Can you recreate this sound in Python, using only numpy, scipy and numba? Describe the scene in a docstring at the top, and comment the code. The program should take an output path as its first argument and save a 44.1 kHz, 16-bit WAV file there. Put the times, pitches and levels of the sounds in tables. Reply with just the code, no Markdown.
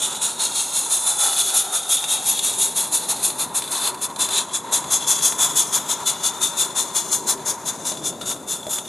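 """A small live-steam locomotive draws loaded wagons slowly past a microphone beside a garden line.
Each exhaust beat is a jet of noise, as of wet steam, ringing three modes of the chimney pipe.
Between beats steam blows by, and bursting water drops spit in the same pipe.
Near surfaces return the steam within milliseconds; the gas burner roars in its flue.
Furthest back the wagon wheels rumble, and knocks over rail joints ring a wagon body."""
import sys
import numpy as np
from scipy import signal
from scipy.fft import rfft, irfft
from scipy.io import wavfile
from scipy.ndimage import uniform_filter1d
from numba import njit

SR = 44100
rng = np.random.default_rng(int(sys.argv[2]) if len(sys.argv) > 2 else 0)


def materialize(psi):
    """Save the field psi as 16-bit PCM at rate SR to the path in sys.argv[1].

    A 1-D psi becomes a single channel; in a 2-D psi each row is a channel.
    """
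    bounded = np.clip(np.atleast_2d(psi).T, -1, 1)
    quanta = np.round(bounded * 32767).astype(np.int16)
    wavfile.write(sys.argv[1], SR, quanta)


N = 391608
T = np.arange(N) / SR  # s

# Exhaust beats, and one faint steam leak opening at 8.212 s: opening t/s, peak level/dB, swell t/s,
# fall t/s, first pipe mode against the second level/dB, blow-by until the next opening level/dB
STEAM_BLASTS = [(0.019, -23.5, 0.01, 0.064, -2.5, -33.5), (0.215, -21, 0.019, 0.075, -6, -37),
                (0.394, -23.5, 0.048, 0.039, -3, -32.5), (0.551, -23.5, 0.046, 0.051, -5.5, -31.5),
                (0.738, -23, 0.028, 0.071, -9.5, -32), (0.901, -21, .028, .055, -7.5, -30),
                (1.067, -21.5, 0.0065, 0.053, -5.5, -30), (1.191, -23, 0.056, .029, -8, -25),
                (1.364, -22.5, 0.037, .028, -0.5, -27.5), (1.538, -17.5, 0.037, 0.043, -5.5, -33.5),
                (1.729, -22, 0.025, 0.031, -3.5, -33), (1.894, -18, 0.034, 0.036, -6, -32),
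                (2.083, -22, 0.044, 0.04, -4.5, -32.5), (2.259, -20.5, 0.035, 0.041, -7, -31),
                (2.434, -21.5, 0.016, 0.062, -5, -32), (2.585, -19, 0.036, 0.055, -6, -37),
                (2.763, -22, .012, 0.076, -6, -38.5), (2.923, -19, .022, 0.038, -10.5, -35.5),
                (3.089, -20.5, .019, 0.024, -9, -36), (3.232, -19, 0.016, 0.045, -11, -41),
                (3.387, -25, 0.027, 0.036, -6, -47), (3.55, -21.5, 0.025, .022, -10, -41.5),
                (3.711, -27, 0.013, 0.027, -11, -34), (3.804, -26, 0.072, 0.026, -0.5, -44.5),
                (4.016, -24.5, 0.027, 0.021, -7.5, -45.5), (4.194, -21.5, 0.021, 0.046, -2.5, -40),
                (4.309, -21.5, 0.076, 0.034, 1, -38.5), (4.537, -21, 0.015, 0.03, -8, -45),
                (4.725, -16.5, 0.019, .039, -7, -38), (4.91, -15, 0.026, 0.033, -10, -33.5),
                (5.075, -14.5, 0.031, 0.038, -10.5, -29.5), (5.226, -14, 0.027, 0.051, -9, -36.5),
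                (5.389, -16.5, 0.046, 0.035, -5.5, -30), (5.559, -14, .035, 0.032, -8.5, -31),
                (5.729, -16.5, .026, 0.033, -7, -34), (5.891, -19.5, .021, 0.031, -4, -38),
                (6.063, -18, 0.018, 0.037, -4, -35.5), (6.236, -18, 0.029, 0.029, -6, -35.5),
                (6.415, -18, 0.021, 0.043, -5, -37), (6.574, -17.5, .034, 0.04, -5.5, -38.5),
                (6.758, -19.5, .032, 0.044, -7, -37), (6.951, -17.5, 0.022, 0.032, -8.5, -33),
                (7.117, -18, 0.018, 0.042, -12, -39.5), (7.274, -16.5, .03, 0.028, -12, -41.5),
                (7.46, -19.5, 0.032, 0.034, -13, -41), (7.66, -21.5, .028, 0.025, -9.5, -38.5),
                (7.853, -22, 0.021, 0.051, -8, -39.5), (8.041, -21, 0.03, 0.029, -10, -44.5),
                (8.212, -38.5, .004, .04, 1, -48), (8.258, -24.5, 0.039, 0.043, -7, -45.5),
                (8.479, -24.5, 0.046, 0.044, -7, -40.5), (8.696, -23.5, 0.039, 0.046, -8.5, -41)]
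# Chimney colour as it turns and moves off, against the second pipe mode: t/s, first mode of the blow-by
# level/dB, third mode level/dB, shoulder above the first mode level/dB, bare jet level/dB,
# fizz above the third mode level/dB
CHIMNEY_COLOUR = [(0, -1.5, 0.2, -1, -2.5, -31), (1, -7, 4.5, -1, -2.5, -34), (2, 1.5, 3.5, -11.5, -5, -22),
                  (3.1, -5.5, 4, 2, 1.5, -35), (3.7, -2, 5.5, 1, 4.5, -28),
                  (4.3, -5, -1.5, -3.5, -0.5, -34), (4.75, -2, -1, -5.5, -35, -25),
                  (5.4, -6, -2, -18, -13, -9), (6, -3.5, -3.5, -10, -11, -9),
                  (6.7, -2.5, -1.5, -10, -6, -13), (7.3, -9.5, -2.5, -1, -20, -10),
                  (8, -5, -3, -10, -8, -15), (8.88, -7, -1, -9, -6, -7)]
# Resonances making up each pipe mode: offset from its centre f/Hz, width f/Hz, relative level/dB
FIRST_MODE = [(0, 240, 8.5), (-500, 1500, -10.5)]
SECOND_MODE = [(-51, 740, 6.5), (491, 1350, 3), (-900, 2350, -5)]
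THIRD_MODE = [(17, 1690, 4.5), (-1500, 870, -0.5), (1080, 510, 1)]
# Spectrum of the bare jet beside the pipe modes: f/Hz, relative level per Hz/dB
JET_SPECTRUM = [(1200, -19), (2000, -15), (2700, 3), (3300, -31), (5000, -9), (9000, 8), (12000, 3),
                (13500, -32), (15000, -27)]
# Water drops bursting in the pipe: t/s, nominal peak level/dB
WATER_SPITS = [(0.1485, -12), (0.5194, -18), (1.3294, -10), (2.0408, -5), (2.391, -6), (3.301, -12),
               (3.621, -11.5), (3.6394, -15), (3.676, -17), (3.945, -17), (4.0994, -23), (4.1607, -13.5),
               (4.2774, -27), (4.288, -8), (4.8409, -13.5), (5.189, -14), (5.2091, -20), (5.323, -6.5),
               (7.92, -13), (8.2127, -11.5), (8.314, -7.5), (8.667, -18), (8.784, -9), (8.8534, -22)]
# Where the engine stands: t/s, left minus right level/dB
ENGINE_PAN = [(0.0, 0.0), (0.54, 0.5), (3.73, 1.5), (6.87, 4.0), (8.38, 3.0), (8.88, 1.5)]
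# Surfaces that echo the chimney: delay at the start t/ms, growth of delay/(ms per s), strongest level/dB,
# moment of that t/s, fading away from it/(dB per s), left early and right late by t/ms
NEAR_SURFACES = [(2.85, 0.133, -12, 3.7, 12, 0.012), (2, .25, -9.5, .7, 4.5, 0.0082),
                 (1.47, 0.0069, -5.5, 5.2, 10, 0.003), (0.7, 0.072, -13, 0.39, 10, 0.0036),
                 (1, 0.047, -8, 4.65, 16, .003), (-0.3, .22, -10.5, 6.5, 10, 0.012),
                 (1.7, 0.0029, -5.5, 7.1, 4.5, 0.016)]
# Gas burner: t/s, flue mode f/Hz, level/dB, upper mode against the flue mode level/dB
BURNER_FLUE = [(0, 905, -37.5, -2), (0.95, 910, -37, -7.5), (1.25, 834, -33, -1.5), (1.9, 780, -38.5, 0.5),
               (2.5, 924, -35, -20), (3.24, 905, -37, -14), (3.8, 990, -34, -11), (4.8, 972, -33.5, -16),
               (5.4, 976, -32, -10), (6.5, 950, -36, -3), (7.5, 976, -34.5, -23), (8.26, 990, -44, -0.5),
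               (8.88, 880, -42, -4.5)]
# Wagons rolling by: t/s, rumble level/dB
WAGON_LEVEL = [(0, -42), (2.1, -41.5), (3.4, -37.5), (4.9, -38), (8, -36), (8.88, -39)]
# Spectrum of the wheel rumble: f/Hz, relative level per Hz/dB
RUMBLE_SPECTRUM = [(20, -26), (40, -30), (84, -11), (150, -2), (295, -0.5), (390, -3), (480, -3.5),
                   (620, -2.5), (800, -7.5), (1500, -22.5), (3000, -31.5)]
# Wheels over rail joints: t/s, strength of the blow level/dB
JOINT_KNOCKS = [(4.286, -42), (4.73, -34), (7.918, -36), (8.668, -32), (8.683, -33.5)]
# Modes of a knocked wagon body: f/Hz, level against the blow/dB, decay by 60 dB t/s
BODY_MODES = [(625, 9.5, 0.097), (523, 1, 0.041), (760, 7, 0.018)]

FIRST_HZ, SECOND_HZ, THIRD_HZ = 3550, 6780, 10080  # chimney pipe modes
SHOULDER_HZ, FIZZ_HZ = 3993, 12150
# the third mode starts lower and rises to its pitch over the first 1.4 s
THIRD_RISE_HZ_PER_S, THIRD_SETTLES_S = 530, 1.4
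# a blast starts under its peak, the further the longer it swells, down to a limit
OPEN_DB, SWELL_DB_PER_S, DEEPEST_DB = -2, 175, -7
CRACK_DB_PER_S = 1500  # rise up to the moment of opening
LEAK_SAG_DB_PER_S = 22.5  # blow-by dies away after each opening
SPIT_CREST_DB = 19  # peak of a spit over the rms level of each pipe mode
SPIT_FIRST_DB, TICK_DB = 3, -12  # first pipe mode and hard edge against the peak of a spit
DRIPS, DRIP_DB, DRIP_RANGE_DB = 120, -29.5, 13  # count, weakest nominal peak, range above it
SCATTER_DB = -17.5  # each weak return, before it comes and goes
HOPPER_HZ, HOPPER_WIDTH_HZ, HOPPER_DB = 393, 55, -14  # the rolling wagon bodies hum
WAGON_PAN_DB = 1.14  # left minus right
TOP_HZ = 14800  # the microphone's upper limit


def undb(db):
    """Gain of a level in dB."""
    return 10 ** (np.asarray(db) / 20)


def unit(x):
    """Scale a signal to rms 1."""
    return x / np.sqrt(np.mean(x ** 2))


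def curves(table):
    """Join every column after the first by straight lines in time."""
    s, *columns = np.transpose(table)
    return [np.interp(T, s, c) for c in columns]


def walk(rate):
    """Random levels held for 1 / rate s and slewed twice, rms 1."""
    hold = int(SR / rate)
    steps = np.repeat(rng.standard_normal(N // hold + 1), hold)
    slewed = uniform_filter1d(uniform_filter1d(steps, hold), hold)
    return unit(slewed[:N])


@njit
def svf(x, hz, width):
    """State-variable band-pass with a moving centre, gain 1 there."""
    y, band, low = np.empty(len(x)), 0., 0.
    for i in range(len(x)):
        g, k = np.tan(np.pi * hz[i] / SR), width / hz[i]
        v = (band + g * (x[i] - low)) / (1 + g * (g + k))
        band, low, y[i] = 2 * v - band, low + 2 * g * v, k * v
    return y


def ring(x, hz, width):
    """A steep resonance: two equal band-passes in series, each wider than the pair."""
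    each = width / np.sqrt(np.sqrt(2) - 1)
    return svf(svf(x, hz, each), hz, each)


def colour(x, points):
    """Shape noise to (f/Hz, level/dB) points over log frequency, rms 1."""
    hz, db = np.transpose(points)
    f = np.fft.rfftfreq(N, 1 / SR) + 1
    gain = undb(np.interp(np.log(f), np.log(hz), db))
    return unit(irfft(rfft(x) * gain, N))


def delayed(x, ms):
    """Read x a moving number of milliseconds late, as over a changing distance."""
    return np.interp(np.arange(N) - ms * SR / 1000, np.arange(N), x, left=0)


def blasts():
    """Power of beats and leak in the first two modes: steam cracks open, swells to a peak and falls."""
    power = np.zeros((2, N))
    for s, db, rise, fall, first_db, _ in STEAM_BLASTS:
        i = slice(max(int((s - .05) * SR), 0), int((s + .3) * SR))
        t = T[i] - s
        front_db = max(OPEN_DB - SWELL_DB_PER_S * rise, DEEPEST_DB)
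        swell_db = front_db * np.clip(1 - t / rise, 0, 1) ** 1.18
        crack_db = CRACK_DB_PER_S * np.minimum(t, 0)
        fall_db = 9.46 * (np.maximum(t - rise, 0) / fall) ** 1.54  # on a beat, the cylinder empties
        mode_db = db + np.array([[first_db], [0]])
        power[:, i] += undb(2 * (mode_db + swell_db + crack_db - fall_db))
    return power


def blow_by():
    """Power of wet steam leaking between openings: it sags after each one and gurgles."""
    opens, leak_db = np.transpose(STEAM_BLASTS)[[0, 5]]
    last = np.maximum(np.searchsorted(opens, T) - 1, 0)
    # the sagging leak passes its listed level 0.13 s after opening
    sag_db = LEAK_SAG_DB_PER_S * (T - opens[last] - .13)
    leak_db = uniform_filter1d(leak_db[last] - sag_db, SR // 50)
    return undb(2 * (leak_db + 1.07 * walk(45)))


def water_spits():
    """Power of bursting drops: listed spits swell and die in milliseconds, small drips fall at random."""
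    spits = np.zeros(N)
    for s, db in WATER_SPITS:
        peak_s = s + .001
        time_constant = np.where(T < peak_s, .0004, .003)
        spits += undb(2 * (db - SPIT_CREST_DB)) * np.exp(-np.abs(T - s - .001) / time_constant)
    when, size = rng.random((DRIPS, 2)).T
    drips = np.zeros(N)
    drips[(when * N).astype(int)] = undb(2 * (DRIP_DB - SPIT_CREST_DB + DRIP_RANGE_DB * size))
    return spits + signal.lfilter([1], [1, -np.exp(-1 / (0.0033 * SR))], drips)


def flow():
    """Steam flow driving the three pipe modes (rows): blasts, blow-by and spits add as power."""
    first_db, third_db = curves(CHIMNEY_COLOUR)[:2]
    power = blasts()
    leak = blow_by()
    spits = water_spits()
    first_leak = leak * undb(2 * (first_db + 1.35 * walk(15)))
    first = power[0] + first_leak + spits * undb(2 * SPIT_FIRST_DB)
    second = power[1] + leak + spits
    third = undb(2 * third_db) * (power[1] + leak * undb(2 * -1.5)) + spits * undb(2 * -1.5)
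    return np.sqrt([first, second, third])


def exhaust(drives):
    """Turbulent, spluttering jet noise, partly bare and partly rung through the chimney pipe."""
    shoulder_db, jet_db, fizz_db = curves(CHIMNEY_COLOUR)[2:]
    splutter = undb(0.72 * walk(120) + 0.6 * walk(600))

    def jet():
        """Fresh turbulence under the shared splutter."""
        return splutter * rng.standard_normal(N)

    out = undb(jet_db) * np.sqrt(drives[0] * drives[1]) * colour(jet(), JET_SPECTRUM)
    shoulder_hz = SHOULDER_HZ * (1 + 0.03 * walk(4))
    out += undb(shoulder_db) * drives[0] * unit(ring(jet(), shoulder_hz, 520.0))
    out += undb(fizz_db) * drives[2] * unit(ring(jet(), FIZZ_HZ + 0 * T, 1300.0))
    third_hz = THIRD_HZ - THIRD_RISE_HZ_PER_S * np.maximum(THIRD_SETTLES_S - T, 0)
    centres = (FIRST_HZ, SECOND_HZ, third_hz)
    for drive, centre, parts in zip(drives, centres, (FIRST_MODE, SECOND_MODE, THIRD_MODE)):
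        hz = centre * (1 + 0.011 * walk(8.7))  # hotter or wetter steam shifts the mode a little
        mode = sum(undb(db) * ring(jet(), hz + offset, 1. * width) for offset, width, db in parts)
        out += drive * undb(0.25 * walk(30)) * unit(mode)
    return out


def ticks():
    """The hard edge of each listed bursting drop: about a millisecond of broad mid-range noise."""
    gate = np.zeros(N)
    for s, db in WATER_SPITS:
        gate += undb(db + TICK_DB) * (T >= s) * np.exp(-np.abs(T - s) / 0.0011)
    return gate * unit(svf(rng.standard_normal(N), 2800 + 0 * T, 3500.))


def echoes(x):
    """Near surfaces return the sound, a little apart on the two sides, strongest as the engine passes."""
    out = np.zeros((2, N))
    for ms, growth, db, s, fade_db, lead_ms in NEAR_SURFACES:
        late = np.maximum(ms + growth * T, .1)
        sides = np.array([delayed(x, late - lead_ms), delayed(x, late + lead_ms)])
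        out += undb(db - fade_db * np.abs(T - s)) * sides
    return out


def walls(x):
    """Weak returns from wagons and buildings; as the train moves they drift and come and go."""
    out = np.zeros((2, N))
    for start, drift, lead in rng.random((8, 3)):
        path_ms = .8 + 3.2 * start + (drift - .5) * .3 * T + .1 * walk(2.5)
        ms = np.abs(path_ms) + .3
        lead_ms = 0.02 * (lead - .5)
        sides = np.array([delayed(x, ms - lead_ms), delayed(x, ms + lead_ms)])
        out += undb(4.2 * walk(2.24)) * sides
    return undb(SCATTER_DB) * out


def burner(drives):
    """Flame roar in two flue modes; the narrow core runs on, the blast lifts the broad roar around it."""
    hz, db, upper_db = curves(BURNER_FLUE)
    narrow, wide, upper = rng.standard_normal((3, N)) * undb(1.3 * walk(25))
    draught = drives[0] / uniform_filter1d(drives[0], SR // 2)  # steam flow against its half-second mean
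    roar = draught ** .12 * unit(ring(narrow, hz * (1 + .013 * walk(5)), 125.))
    roar += undb(-0.5) * draught ** .5 * unit(ring(wide, hz, 740.0))
    roar += undb(upper_db) * draught ** 0.5 * unit(ring(upper, 1340 + 0 * T, 140.0))
    # a faint separate roar, opposite on the two sides, widens the burner
    spread = undb(-27.5) * unit(ring(rng.standard_normal(N), hz, 270.0))
    return undb(db) * (roar + spread * np.array([[1], [-1]]))


def rumble():
    """Wheel noise nearly alike on both sides, wider in the deep bass, with a hum of the wagon bodies."""
    db, = curves(WAGON_LEVEL)
    mid, side = (colour(rng.standard_normal(N), RUMBLE_SPECTRUM) for _ in range(2))
    deep = signal.sosfilt(signal.butter(2, 70, fs=SR, output="sos"), side)
    side = undb(-16.0) * side + undb(-4.5) * deep
    hum_gain = undb(HOPPER_DB + 4.2 * walk(3.1))
    hum_hz = HOPPER_HZ * (1 + 0.025 * walk(1.547))
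    mid = mid + hum_gain * unit(ring(mid, hum_hz, 1. * HOPPER_WIDTH_HZ))
    return undb(db + 1.3 * walk(3.19)) * (mid + side * np.array([[1], [-1]]))


def knocks():
    """Wheels strike rail joints; each blow rings the decaying modes of a wagon body."""
    t = T[:SR // 4]
    body = sum(undb(db) * np.sin(2 * np.pi * hz * t) * undb(-60 * t / t60) for hz, db, t60 in BODY_MODES)
    blows = np.zeros(N)
    for s, blow_db in JOINT_KNOCKS:
        blows[int(s * SR)] = undb(blow_db)
    return signal.fftconvolve(blows, body)[:N]


def wagons():
    """Rumble and knocks together, the left side slightly the stronger."""
    return (rumble() + knocks()) * undb(np.array([[WAGON_PAN_DB], [-WAGON_PAN_DB]]) / 2)


def scene():
    """The engine moves between centre and left, its steam panned much further than its roar."""
    drives = flow()
    pan_db, = curves(ENGINE_PAN)
    sides_db = np.array([pan_db, -pan_db]) / 2
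    steam = exhaust(drives) + ticks()
    chimney = (steam + echoes(steam) + walls(steam)) * undb(sides_db)
    return chimney + burner(drives) * undb(0.067 * sides_db) + wagons()


def record(dry):
    """The microphone lacks deep bass, falls off in the high treble, rounds the peaks and cuts the top."""
    soft = signal.sosfilt(signal.butter(2, 60, "high", fs=SR, output="sos"), dry)
    soft = signal.sosfilt(signal.butter(4, 13000, fs=SR, output="sos"), soft)
    rounded = np.tanh(0.91 * soft) / 1.231
    return signal.sosfilt(signal.ellip(8, .2, 70, TOP_HZ, fs=SR, output="sos"), rounded)


dry = scene()
out = record(dry)
materialize(out)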